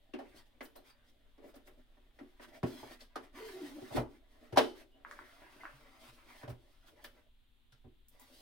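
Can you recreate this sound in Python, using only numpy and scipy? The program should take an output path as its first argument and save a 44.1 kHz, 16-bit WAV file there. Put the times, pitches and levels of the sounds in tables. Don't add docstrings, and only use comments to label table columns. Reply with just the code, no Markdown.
import sys
import numpy as np
from scipy import signal
from scipy.fft import rfft, irfft, next_fast_len
from scipy.io import wavfile
from scipy.ndimage import uniform_filter1d

SR = 44100
rng = np.random.default_rng(int(sys.argv[2]) if len(sys.argv) > 2 else 0)


def log_audio(samples):
    frames = np.atleast_2d(samples).T
    limited = np.clip(frames, -1, 1)
    pcm = np.round(limited * 32767).astype(np.int16)
    wavfile.write(sys.argv[1], SR, pcm)


N = 371131
TIME = np.arange(N) / SR
RING_TIME = np.arange(SR // 2) / SR

# f/Hz, relative level/dB
ROOM_COLOUR = [(15, -8.5), (25, 2), (36, -16.5), (55, -14), (80, -20.5), (160, -38), (260, -30.5),
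               (500, -41), (1000, -42), (2500, -40.5), (3500, -34), (5500, -56.5), (8000, -53.5),
               (15000, -51.5)]
# f/Hz, level/dB
MAINS_HUM = [(119, -87), (238, -86)]
# f/Hz, correlation
MIC_CORRELATION = [(120, 0.84), (250, 0.41), (600, 0.52), (1500, 0.11), (5000, .3), (12000, .15)]
# f/Hz, relative level/dB, t60/s
BOX_MODES = [(55.47, 9.5, 0.9), (122.4, 10, 0.21), (126.85, 4.5, 0.14), (243.3, 7, 0.15), (275, 4.5, 0.25),
             (366, 7, 0.23), (444.8, 9.5, 0.24), (519, 2, 0.24), (574.8, 7.5, 0.11), (604, 6.5, 0.22),
             (662, 5, 0.11), (770, 9, 0.11), (967, 7, 0.076), (1088, 5, 0.12), (1330, 0, 0.27),
             (2097, 0.5, .1), (3030, 10.5, 0.3), (3410, 3, 0.19), (5700, 3, 0.063)]
# t/s, length/s, scrape level/dB, drumming over it/dB, hiss over it/dB
STROKES = [(0.208,0.16,-68.5,0.5,-8), (0.333,0.061,-66,-4,1.5), (0.44,0.019,-73,-10,1),
           (0.828,0.073,-64.5,-8.5,-2), (1.013,0.09,-78.5,-6,3.5), (1.405,0.097,-65,8.5,-10),
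           (1.638,0.034,-70.5,4,4), (1.76,0.026,-71.5,10.5,-4.5), (2.116,0.31,-75.5,-12,-4),
           (2.394,0.046,-56,-18,-3.5), (2.458,0.033,-68,13.5,3), (2.51,0.059,-60.5,6.5,-4.5),
           (2.618,0.32,-58,-2,-1), (2.981,0.033,-59,-3,-0.5), (3.208,0.042,-64,4.5,-3.5),
           (3.314,0.31,-58.5,-2.5,0), (3.587,0.31,-60.5,1.5,-0.5), (3.9,0.052,-55.5,8.5,-1.5),
           (3.939,0.026,-40,7,-3), (4.075,0.098,-74.5,-10,1), (4.263,0.34,-73.5,4.5,-2),
           (4.413,0.052,-66.5,-4,-6), (4.726,0.093,-60,-2.5,-5), (4.912,0.2,-76,10.5,-17),
           (5.02,0.757,-64,-1,-5), (5.577,.08,-60.5,-1,-11.5), (5.755,0.3,-66.5,-1,-5),
           (5.978,0.12,-61.5,-0.5,0), (6.078,0.21,-68,-2,-0.5), (6.256,0.18,-60.5,-3,-4.5),
           (6.56,0.38,-74.5,0.5,-3), (6.849,0.038,-64.5,-7,0), (6.937,0.099,-68,0,-3.5),
           (7.118,0.079,-69.5,3.5,-9.5), (8.093,0.14,-75.5,3.5,1), (8.167,0.32,-71,3,5)]
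# scrape level/dB, drumming level/dB, hiss level/dB
GRIP_DB = (-81.5, -77.5, -86)
# f/Hz, relative level/dB
DRUM_COLOUR = [(120, -21), (200, -15.5), (280, 1.5), (450, -3), (650, -1.5), (900, -17.5), (1500, -38)]
# f/Hz, relative level/dB
SCRAPE_COLOUR = [(400, -34), (750, 1), (1200, -1), (2000, 2), (2800, -6), (4000, -33.5)]
# f/Hz, relative level/dB
HISS_COLOUR = [(2000, -18), (3200, 2), (5000, -2), (7200, -10.5), (9500, -6), (13000, -11), (16000, -8)]
# t/s, level/dB, table thump level/dB, brightness/(dB per octave), rise/s, struck spot f/Hz
KNOCKS = [(0.1358,-53.5,-84,-2.76,0.00045,2750), (0.136,-55.5,-72,-8,.0008,298),
          (0.184,-55,-82,-2.5,0.011,754), (0.607,-52,-88,-2.5,0.00038,2030), (0.651,-72,-89,1.6,0.002,318),
          (0.752,-65,-91,-0.26,0.011,683), (1.376,-69,-85,-2.5,0.0067,281), (1.54,-70.5,-87,0,0.00097,580),
          (1.558,-65.5,-91,-1,0.0014,270), (1.673,-66.5,-90,-2.5,0.0021,1990),
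          (1.969,-74.5,-98,-6,0.0018,1810), (2.188,-62.5,-89,-2.5,0.00053,1900),
          (2.207,-63,-75,-8,0.00067,271), (2.395,-61,-100,-4,0.00095,1880), (2.63,-40,-41.5,-4,0.00027,176),
          (2.83,-58,-62,-5.5,0.00024,860), (3.005,-71.5,-82,1,0.0021,4500),
          (3.156,-48.5,-69.5,-1.5,0.001,1237), (3.815,-63,-61,-9,0.0058,379),
          (3.903,-59.5,-55,-2,0.008,840), (3.943,-54,-48.5,-11,0.00098,320),
          (3.969,-42,-36.5,-4,0.00095,796), (3.978,-44.5,-61,-5.5,0.00039,1300),
          (4.523,-53.5,-45.5,-2,0.0034,370), (4.558,-44,-71,-2,0.006,902),
          (4.5729,-29.5,-52.5,-1.36,0.00012,762), (4.5788,-40,-70.5,0.28,0.00021,3200),
          (4.583,-38.5,-59.5,-3,.001,474), (6.431,-56.5,-52.5,-4,0.0011,1660),
          (6.476,-58,-49.5,-1.5,.003,610), (6.497,-58,-56,-1.5,.003,84.3),
          (7.0447,-62,-83,1.23,0.00014,1761), (7.719,-81,-65,2.5,.006,1490), (7.839,-67,-64,-8.5,.01,81.5)]
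# low f/Hz, high f/Hz, direct gain, reflection t60/s, trim/dB
KNOCK_BANDS = [(65.1, 175, 0.19, 0.083, -1.5), (237.5, 400, 1, 0.45, -5.5), (402, 1070, 0.59, 0.23, -1),
               (1100, 2800, 0.57, 0.15, 0), (2870, 63000, .7, 0.063, -2.5)]
# f/Hz, relative level/dB
CARD_COLOUR = [(60, 0.5), (600, -2), (1000, -7.5), (1500, -5.5), (2400, -12), (3300, -10.5), (5300, -14),
               (7200, -24.5), (9500, -20.5), (15000, -28.5)]
# t/s, level/dB, skid length/s
NAIL_SKIDS = [(0.186, -94, .01), (0.625, -59.5, 0.028), (0.761, -64, 0.00047), (1.462, -71, 0.032),
              (1.672, -68, 0.0025), (1.554, -67.5, 0.006), (6.492, -64, 0.0091), (7.041, -57, 0.0019),
              (8.084, -65.5, 0.0018), (8.196, -63.5, .004), (8.217, -67, 0.0023)]
# t/s, length/s, f/Hz, level/dB
FINGER_CHIRPS = [(0.37, 0.025, 4630, -70), (.76, 0.031, 4070, -72), (0.896, 0.027, 4620, -70.5),
                 (3.39, 0.043, 4420, -70), (4.889, 0.12, 2950, -78.5), (5.602, 0.018, 2080, -57)]
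# t/s, slip rate f/Hz, relative level/dB
LID_SLIPS = [(3.34,216.5,-61), (3.414,442.8,-50), (3.475,443,-51), (3.513,380.8,-51.5), (3.611,369,-43.5),
             (3.638,281.3,-46), (3.705,267.4,-54), (3.765,301,-47), (3.82,275,-62)]
# t/s, level/dB, f/Hz
TABLE_SHUDDERS = [(3.968, -36, 53), (3.967, -54, 122), (5.734, -55, 134.5), (6.081, -55.5, 121),
                  (6.48, -40.5, 121)]
# t/s, level/dB, ring f/Hz, tick relative to ring/dB
CREASE_SNAPS = [(5.049, -51, 1330, -41), (5.112, -52, 1430, -13), (5.1902, -52.5, 1250, -38),
                (5.635, -54, 1080, -38), (5.6537, -49, 1360, -41)]

TOP_HZ = 15850


def undb(db):
    return 10 ** (np.asarray(db) / 20)


def unit(x):
    return x / np.sqrt(np.mean(x ** 2))


def attack_unit(x):
    return x / np.sqrt(np.mean(x[:, :SR // 25] ** 2))


def spectrum(points, size):
    hz, value = np.transpose(points)
    bin_hz = np.arange(size // 2 + 1) * SR / size
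    return np.interp(np.log(bin_hz + 1), np.log(hz), value)


def colour(x, outline):
    size = 2 * next_fast_len(x.shape[-1] // 2 + 4096)
    cepstrum = irfft(np.log(undb(spectrum(outline, size))))
    cepstrum[1:size // 2] *= 2
    cepstrum[size // 2 + 1:] = 0
    return irfft(rfft(x, size) * np.exp(rfft(cepstrum)))[..., :x.shape[-1]]


def band(x, low_hz, high_hz, order=3):
    sos = signal.butter(order, [low_hz, min(high_hz, .45 * SR)], "band", fs=SR, output="sos")
    return signal.sosfilt(sos, x)


def diffuse(size):
    alike = np.clip(spectrum(MIC_CORRELATION, size), 0, 1)
    mid, side = rfft(rng.standard_normal((2, size))) * np.sqrt([(1 + alike) / 2, (1 - alike) / 2])
    return irfft(np.array([mid + side, mid - side]), size)


def walk(rate_hz):
    knots = rng.standard_normal(N // 10)
    return unit(np.interp(TIME * rate_hz, np.arange(len(knots)), knots))


def rise(rise_s):
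    return 1 - np.exp(-RING_TIME / rise_s)


def fade(t60):
    return np.exp(-np.log(1000) * RING_TIME / t60)


def pan(left_db):
    return undb(np.array([[left_db], [-left_db]]) / 2)


def add(out, start_s, sound):
    start = int(start_s * SR)
    out[:, start:start + sound.shape[1]] += sound[:, :N - start]


def mic_response(direct, t60, modes_db, tail_db=-15, tail_t60=0.35, spot_modes=()):
    decay = fade(t60) + undb(tail_db) * fade(tail_t60)
    reflections = diffuse(len(RING_TIME)) * decay * rise(0.0028)
    out = unit(reflections) / np.sqrt(len(RING_TIME))
    out[0, 0] += direct
    out[1, 2] += direct
    for hz, db, mode_t60 in [*BOX_MODES, *spot_modes]:
        strength, detune, shift, apart = rng.standard_normal(4)
        phase = 0.96 * shift + np.array([[.5], [-.5]]) * apart * min((hz / 300) ** 2, 1.5)
        height = undb(db + modes_db + 0.9 * strength) * 2 * np.log(1000) / (mode_t60 * SR)
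        age = RING_TIME[:int(mode_t60 * SR)]
        tone = np.cos(2 * np.pi * hz * (1 + 0.0052 * detune) * age + phase)
        out[:, :len(age)] += height * fade(mode_t60)[:len(age)] * tone
    return out


def room_tone(air_db=-65):
    air = unit(colour(diffuse(N), ROOM_COLOUR)) * undb(air_db)
    hum = sum(undb(db + 1.5 * walk(1.6)) * np.sin(2 * np.pi * hz * TIME) for hz, db in MAINS_HUM)
    return air + np.sqrt(2) * hum


def friction(outline, slips_per_s, scatter_db, uneven_db, smooth, modes_db):
    caught = rng.random(N) < slips_per_s / SR
    slips = caught * rng.standard_normal(N) * undb(scatter_db * np.minimum(rng.exponential(size=N), 4))
    force = (unit(slips) + smooth * rng.standard_normal(N)) * undb(uneven_db * walk(45))
    bounce_s = 0.000896 * np.exp(.5 * walk(7))
    force = force + 0.44 * np.interp(TIME - bounce_s, TIME, force)
    shares = np.array([np.exp(3.1 * walk(8)) for _ in range(3)])
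    shares /= np.sqrt(np.sum(shares ** 2, axis=0))
    heard = 0
    for share in shares:
        path = mic_response(direct=0.43, t60=0.24, modes_db=modes_db)
        heard = heard + signal.oaconvolve((force * share)[None], path, axes=1)
    return unit(colour(heard[:, :N], outline))


def stroke(start, length, release_s):
    attack_s = 0.039 + 0.1 * length
    attack = np.sin(np.pi / 2 * np.clip((TIME - start) / attack_s, 0, 1)) ** 2
    return attack * np.exp(-np.clip(TIME - start - length, 0, 1) / release_s)


def rubbing(let_go_s=7.3, release_s=0.025):
    holding = np.clip((let_go_s - TIME) / release_s, 0, 1)
    power = np.outer(undb(GRIP_DB), holding) ** 2
    for start, length, db, drum_db, hiss_db in STROKES:
        gains = undb([db, db + drum_db, db + hiss_db])
        power += np.outer(gains, stroke(start, length, release_s)) ** 2
    scrape_gain, drum_gain, hiss_gain = np.sqrt(power)
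    drum = friction(DRUM_COLOUR, slips_per_s=530, scatter_db=4.5, uneven_db=3, smooth=0.5, modes_db=-1)
    scrape = friction(SCRAPE_COLOUR, slips_per_s=900, scatter_db=2.5, uneven_db=3.1,
                      smooth=0.81, modes_db=-7.5)
    hiss = friction(HISS_COLOUR, slips_per_s=5400, scatter_db=2.5, uneven_db=2.05,
                    smooth=0.65, modes_db=-12)
    return drum_gain * drum + scrape_gain * scrape + hiss_gain * hiss * pan(0.55)


def box_knocks(pivot_hz=650, hollow_db=1, crack_db=-4, spot_lift_db=6, spot_octaves=0.75):
    out = np.zeros((2, N))
    octaves = np.log2([np.sqrt(low * high) / pivot_hz for low, high, *_ in KNOCK_BANDS[1:]])
    balance_db = np.array([hollow_db, 0, crack_db, 0])
    reach = 2 ** (spot_octaves / 2)
    for start, blow_db, thump_db, brightness, rise_s, spot_hz in KNOCKS:
        flex_hz = np.exp(rng.uniform(np.log(1100), np.log(6000), 7))
        spot_modes = [(spot_hz, 9, 0.054)] + [(hz, 1.5, 0.14) for hz in flex_hz]
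        levels = [thump_db, *(blow_db + brightness * octaves + balance_db)]
        blow = 0
        for db, (low_hz, high_hz, direct, t60, trim_db) in zip(levels, KNOCK_BANDS):
            ring = colour(mic_response(direct, t60, modes_db=2, spot_modes=spot_modes), CARD_COLOUR)
            part = band(ring * rise(rise_s), low_hz, high_hz, order=4)
            blow = blow + undb(db + trim_db) * attack_unit(part) * pan(0.5 * high_hz / TOP_HZ)
        resonance = band(blow, spot_hz / reach, spot_hz * reach, order=1)
        add(out, start, blow + undb(spot_lift_db) * resonance)
    return out


def nail_skids():
    out = np.zeros((2, N))
    for start, db, length in NAIL_SKIDS:
        skid = rng.standard_normal((1, int(length * SR) + 1))
        heard = signal.fftconvolve(mic_response(direct=0.98, t60=0.084, modes_db=-12), skid, axes=1)
        add(out, start, undb(db) * attack_unit(band(heard, 8500, 20500, order=2)))
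    return out


def finger_chirps(waver=0.037):
    out = np.zeros((2, N))
    for start, length, hz, db in FINGER_CHIRPS:
        size = int(length * SR)
        wander = unit(uniform_filter1d(rng.standard_normal(size), size=40))
        phase = 2 * np.pi * np.cumsum(hz * (1 + waver * wander)) / SR
        note = np.hanning(size) * np.sin(phase)
        heard = signal.fftconvolve(note[None], mic_response(direct=1, t60=0.11, modes_db=-22), axes=1)
        add(out, start, undb(db) * heard / np.std(heard[:, :size]))
    return out


def lid_squeak(waver=0.046, flutter_db=2, overtone_db=-28):
    times, hz, db = np.transpose(LID_SLIPS)
    slip_hz = np.interp(TIME, times, hz) * (1 + waver * walk(300))
    phase = 2 * np.pi * np.cumsum(slip_hz) / SR
    gain = np.interp(TIME, times, undb(db), left=0, right=0) * undb(flutter_db * walk(150))
    note = gain * (np.sin(phase) + undb(overtone_db) * (np.sin(2 * phase) + np.sin(3 * phase)))
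    path = mic_response(direct=1.6, t60=0.25, modes_db=-1.5)
    heard = signal.fftconvolve(note[None], path, axes=1)[:, :N]
    return 1.3 * unit(heard) * np.std(note)


def table_shudders(t60=0.25):
    out = np.zeros((2, N))
    for start, db, hz in TABLE_SHUDDERS:
        sway = rise(.008) * fade(t60) * np.sin(2 * np.pi * hz * RING_TIME)
        add(out, start, undb(db) * pan(-3.4) * sway)
    return out


def crease_snaps(band_ratio=1.396):
    out = np.zeros((2, N))
    for start, db, hz, tick_db in CREASE_SNAPS:
        path = mic_response(direct=.95, t60=.17, modes_db=-8, tail_db=-12)
        ring = band(path, hz / band_ratio, hz * band_ratio)
        tick = band(path, 2600, 9500, order=1)
        add(out, start, undb(db) * (attack_unit(ring) + undb(tick_db) * attack_unit(tick)))
    return out


def scene():
    impacts = box_knocks() + table_shudders() + crease_snaps()
    sliding = nail_skids() + finger_chirps() + rubbing() + lid_squeak()
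    return impacts + sliding + room_tone()


def record(dry):
    return signal.sosfilt(signal.ellip(10, .2, 70, TOP_HZ, fs=SR, output="sos"), dry)


dry = scene()
out = record(dry)
log_audio(out)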